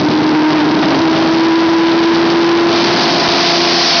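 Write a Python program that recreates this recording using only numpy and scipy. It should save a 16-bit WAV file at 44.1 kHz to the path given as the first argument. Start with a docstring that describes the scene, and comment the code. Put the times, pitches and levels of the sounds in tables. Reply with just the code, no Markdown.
"""Two racing airboats with V8 engines and geared propellers run up a flooded channel.
Each engine's rapid firing makes a note. The leader holds full throttle; the chaser lifts off and
picks up again. Propeller roar and a ragged hiss grow as they come side by side, and one puff of wind
hits the microphone. The din overloads it, which squares the sound off into a dull, rasping buzz."""
import sys
import numpy as np
from scipy import signal
from scipy.fft import rfft, irfft
from scipy.io import wavfile
from scipy.ndimage import uniform_filter1d

SR = 44100
rng = np.random.default_rng(int(sys.argv[2]) if len(sys.argv) > 2 else 0)


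def unload_wav(signal):
    """Save mono or channel-first audio to the path in sys.argv[1] as 16-bit WAV at rate SR, clipped to [-1, 1]."""
    wavfile.write(
        sys.argv[1],
        SR,
        np.round(np.clip(np.atleast_2d(signal).T, -1, 1) * 32767).astype(np.int16),
    )


N = 176400  # 4 seconds

WAVER_RAD, CHASE_WAVER_RAD, WAVER_DB = 0.15, 0.16, 0.98  # how far rough air bends phase and level
NOTE_DIP = 0.7  # dB that the engine notes sag for each dB of surge in the roar
# extra warble of the engine notes while the boats are far off (time [s], factor [x])
WARBLE = [(0, 3.5), (.3, 2.6), (.45, 2), (.7, 2.2), (.98, 4.6), (1.15, 1.2), (2.6, 0.9), (4, 1.5)]


def undb(db):
    """Turn decibels into a gain to multiply by."""
    return 10 ** (np.asarray(db) / 20)


def curve(rows):
    """Join (time [s], value) rows with straight lines."""
    return np.interp(np.arange(N) / SR, *np.array(rows, float).T)


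def bump(at, width):
    """A smooth swell of height 1; its time and width are in seconds."""
    return np.exp(-((np.arange(N) / SR - at) / width) ** 2)


def wander(rate):
    """A smooth random wobble of typical size 1, with about `rate` new values a second."""
    hold = int(SR / rate)
    steps = np.repeat(rng.standard_normal(N // hold + 1), hold)
    smooth = uniform_filter1d(uniform_filter1d(steps, hold), hold)[:N]
    return smooth / smooth.std()


def noise(spectrum):
    """Noise of typical size 1, shaped by (frequency [Hz], level [dB]) rows."""
    hz, db = np.array(spectrum, float).T
    freqs = np.maximum(np.fft.rfftfreq(N, 1 / SR), 1)
    gain = undb(np.interp(np.log(freqs), np.log(hz), db)) * (freqs < hz[-1])
    shaped = irfft(rfft(rng.standard_normal(N)) * gain, N)
    return shaped / shaped.std()


def angle(hz):
    """The phase (angle so far, in radians) of something turning at this rate."""
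    return 2 * np.pi * np.cumsum(hz) / SR


def tone(phase, waver=WAVER_RAD):
    """One pure tone, wavering in the rough air."""
    bend, fade = wander(45), wander(25)
    start = rng.uniform(0, 2 * np.pi)
    return np.sqrt(2) * np.sin(phase + start + waver * bend) * undb(WAVER_DB * fade)


def tones(phase, table, waver=WAVER_RAD):
    """A stack of tones at multiples of one rate."""
    return sum(undb(db) * tone(phase * multiple, waver) for multiple, db in table)


def leading_engine(firing):
    """Firing cylinders make a note and its octave; the uneven exhaust adds tones around them."""
    # loudness of the firing note (time [s], level [dB])
    note_db = [(0, 2), (.3, 0), (.5, 3.5), (.76, 6.5), (.84, 1.5), (.88, 9.5), (.95, 1), (1.06, 11.5),
               (1.17, 4.5), (1.5, 10), (2.3, 10), (2.66, 7), (2.85, 3.5), (3.05, -2.5), (3.25, -3),
               (3.45, -1), (3.7, 1.5), (3.85, 0), (4, -7.5)]
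    # loudness of the octave above it (time [s], level [dB])
    octave_db = [(0, -15), (.8, -11.5), (.95, -7.5), (1.3, -7.5), (1.8, -25), (2.6, -12), (3.1, -12),
                 (3.5, -3.5), (3.8, -11.5), (3.97, 1.5)]
    # exhaust tones (multiple of the firing rate [x], level [dB])
    exhaust_tones = [(.25, -19), (.5, -7.5), (.75, -9), (1.25, -11.5), (1.5, -19.5), (2.5, -21), (3, -16),
                     (3.25, -14.5)]
    # their overall loudness (time [s], level [dB])
    exhaust_db = [(0, 0), (1, -2), (2.5, 1), (3, -10.5), (3.4, -1), (4, -0.5)]
    note = tone(firing, WAVER_RAD * curve(WARBLE)) * undb(curve(note_db) - NOTE_DIP * surges())
    octave = tone(2 * firing) * undb(curve(octave_db) + surges())
    exhaust = tones(firing, exhaust_tones) * undb(curve(exhaust_db))
    return note + octave + exhaust


def propeller(firing):
    """The leader's propeller and gears whine in step with its engine."""
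    # propeller and gear tones (multiple of the propeller's turning rate [x], level [dB])
    whine_tones = [(8, -17.5), (13, -12.5), (14, -16), (21, -17), (23, -9.5), (25, -7), (27, -17.5),
                   (28, -20), (31, -22.5), (35, -10.5), (37, -16), (43, -26), (48, -21), (60, -24.5),
                   (84, -16)]
    # their overall loudness (time [s], level [dB])
    whine_db = [(0, -11), (.7, -7.5), (.92, -9.5), (1.3, -6), (1.8, -3.5), (2.4, -3), (3, -2), (3.4, -2.5),
                (4, 0.5)]
    firings_per_turn = 12
    return tones(firing / firings_per_turn, whine_tones) * undb(curve(whine_db))


def chasing_engine():
    """The second engine throbs against the first, sinks as its throttle closes, then speeds up."""
    # how fast it fires (time [s], rate [Hz])
    firing_hz = [(0, 302), (.2, 306), (.48, 308), (.7, 300), (.85, 289), (.97, 270), (1.15, 250),
                 (1.5, 231), (2, 234), (2.6, 247), (3, 288), (3.15, 284), (3.3, 272), (3.6, 285), (4, 286)]
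    # exhaust tones (multiple of the firing rate [x], level [dB])
    exhaust_tones = [(.5, -13.5), (.875, -14), (1, -0.5), (1.125, -11.5), (2, -21.5), (3, -23.5)]
    # their overall loudness (time [s], level [dB])
    exhaust_db = [(0, 7.5), (.25, 5.5), (.33, 11), (.44, 13.5), (.53, 9), (.62, 9.5), (.78, 5), (.88, 6),
                  (.97, 6), (1.15, -8), (1.5, -9.5), (2.6, -11.5), (3, -11), (3.3, -10), (4, -18)]
    exhaust = tones(angle(curve(firing_hz)), exhaust_tones, CHASE_WAVER_RAD * curve(WARBLE))
    return exhaust * undb(curve(exhaust_db) - NOTE_DIP * surges())


def rumble():
    """The low noise of both engines."""
    # tone colour (frequency [Hz], level [dB])
    spectrum = [(25, -32), (80, -9.5), (150, 1), (220, 1.5), (290, 0.5), (400, -1.5), (520, -17),
                (1000, -35.5)]
    # loudness (time [s], level [dB])
    rumble_db = [(0, 2.5), (.25, 4), (.45, -4), (.95, 2.5), (1.5, 0), (2.05, 0.5), (2.55, 1), (2.9, 1),
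                 (3.3, -3), (3.6, -8.5), (3.8, -7.5), (4, -5.5)]
    return noise(spectrum) * undb(curve(rumble_db))


def roar():
    """The propellers churn the air into a surging roar."""
    # tone colour (frequency [Hz], level [dB])
    spectrum = [(250, -23.5), (450, -9), (700, -3), (1000, -5), (1500, -11.5), (2500, -16), (4000, -18.5),
                (7000, -37)]
    # loudness (time [s], level [dB])
    roar_db = [(0, -9.5), (.45, -2), (.76, -4), (1, -5), (1.5, -2), (2, -1), (2.5, -1.5), (3, -1.5),
               (3.5, -1.5), (3.8, -2.5), (4, -1.5)]
    flutter_db = -0.26 * wander(30)
    return noise(spectrum) * undb(curve(roar_db) + surges() + flutter_db)


def surges():
    """Brief, rough changes in the roar's level, in dB."""
    # one row per surge (time [s], half length [s], level change [dB])
    swells = [(0.013, 0.014, 4.5), (0.094, .012, -2), (0.283, 0.033, 2), (0.565, .015, 4),
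              (0.836, 0.01, 7.5), (0.931, .035, 4.5), (1.153, 0.028, 3)]
    return sum(db * bump(at, width) for at, width, db in swells)


def hiss(firing):
    """Blade tips and spray make a crackling hiss that pulses with each turn of the leading engine."""
    # tone colour (frequency [Hz], level [dB])
    spectrum = [(500, -26), (1500, -5), (2500, -6.5), (3500, -3.5), (4700, 0), (5500, -4.5), (6500, -4),
                (9000, -16.5)]
    # loudness (time [s], level [dB])
    hiss_db = [(0, -9), (.7, -10), (1.3, -6), (1.7, -7.5), (2.2, -5.5), (2.65, -5), (2.82, 0), (3.28, -1),
               (3.45, 2.5), (3.7, 1.5), (3.88, 6), (4, 7)]
    crackle_db = 2 * wander(220)
    pulse = 1 + 0.23 * np.cos(firing / 4)  # a V8 fires four times per turn
    return noise(spectrum) * undb(curve(hiss_db) + crackle_db) * pulse


def sizzle():
    """A thin, high noise, heard only from close by."""
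    # tone colour (frequency [Hz], level [dB])
    spectrum = [(3000, -22), (4100, -7), (4700, -1.5), (5400, -1.5), (6200, -7), (8000, -29.5)]
    # loudness (time [s], level [dB])
    sizzle_db = [(0, -26.5), (2.6, -28.5), (2.9, -13), (3.3, -9), (3.5, -1), (3.68, -3), (3.88, 7.5),
                 (4, 4)]
    return noise(spectrum) * undb(curve(sizzle_db))


def wind_puff():
    """A push of air that pins the overloaded microphone for a moment."""
    return undb(13.5) * bump(at=3.2845, width=0.0023)


def scene():
    """Both boats and the puff of wind, the same in both ears."""
    # how fast the leading engine fires (time [s], rate [Hz])
    firing_hz = [(0, 314), (.5, 318), (1, 323.5), (1.5, 329), (2, 333), (2.5, 338), (3, 341.8),
                 (3.3, 342.8), (4, 342.4)]
    firing = angle(curve(firing_hz))
    notes = leading_engine(firing) + propeller(firing) + chasing_engine()
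    noises = rumble() + roar() + hiss(firing) + sizzle()
    return np.tile(notes + noises + wind_puff(), (2, 1))


def record(dry):
    """Overload flattens the wave tops, a bass cut makes them sag into spikes, and the treble is cut."""
    drive_db, out_db = -0.5, -8
    bass_cuts_hz, soft_top_hz, steep_top_hz = (220, 60), 5420, 6500
    sound = np.tanh(undb(drive_db) * dry)
    for hz in bass_cuts_hz:
        sound = signal.sosfilt(signal.butter(1, hz, "high", fs=SR, output="sos"), sound)
    sound = signal.sosfilt(signal.butter(8, soft_top_hz, fs=SR, output="sos"), sound)
    steep_cut = signal.firwin(129, steep_top_hz, window=("kaiser", 9), fs=SR)
    return undb(out_db) * signal.fftconvolve(sound, steep_cut[None], mode="same", axes=1)


dry = scene()
out = record(dry)
unload_wav(out)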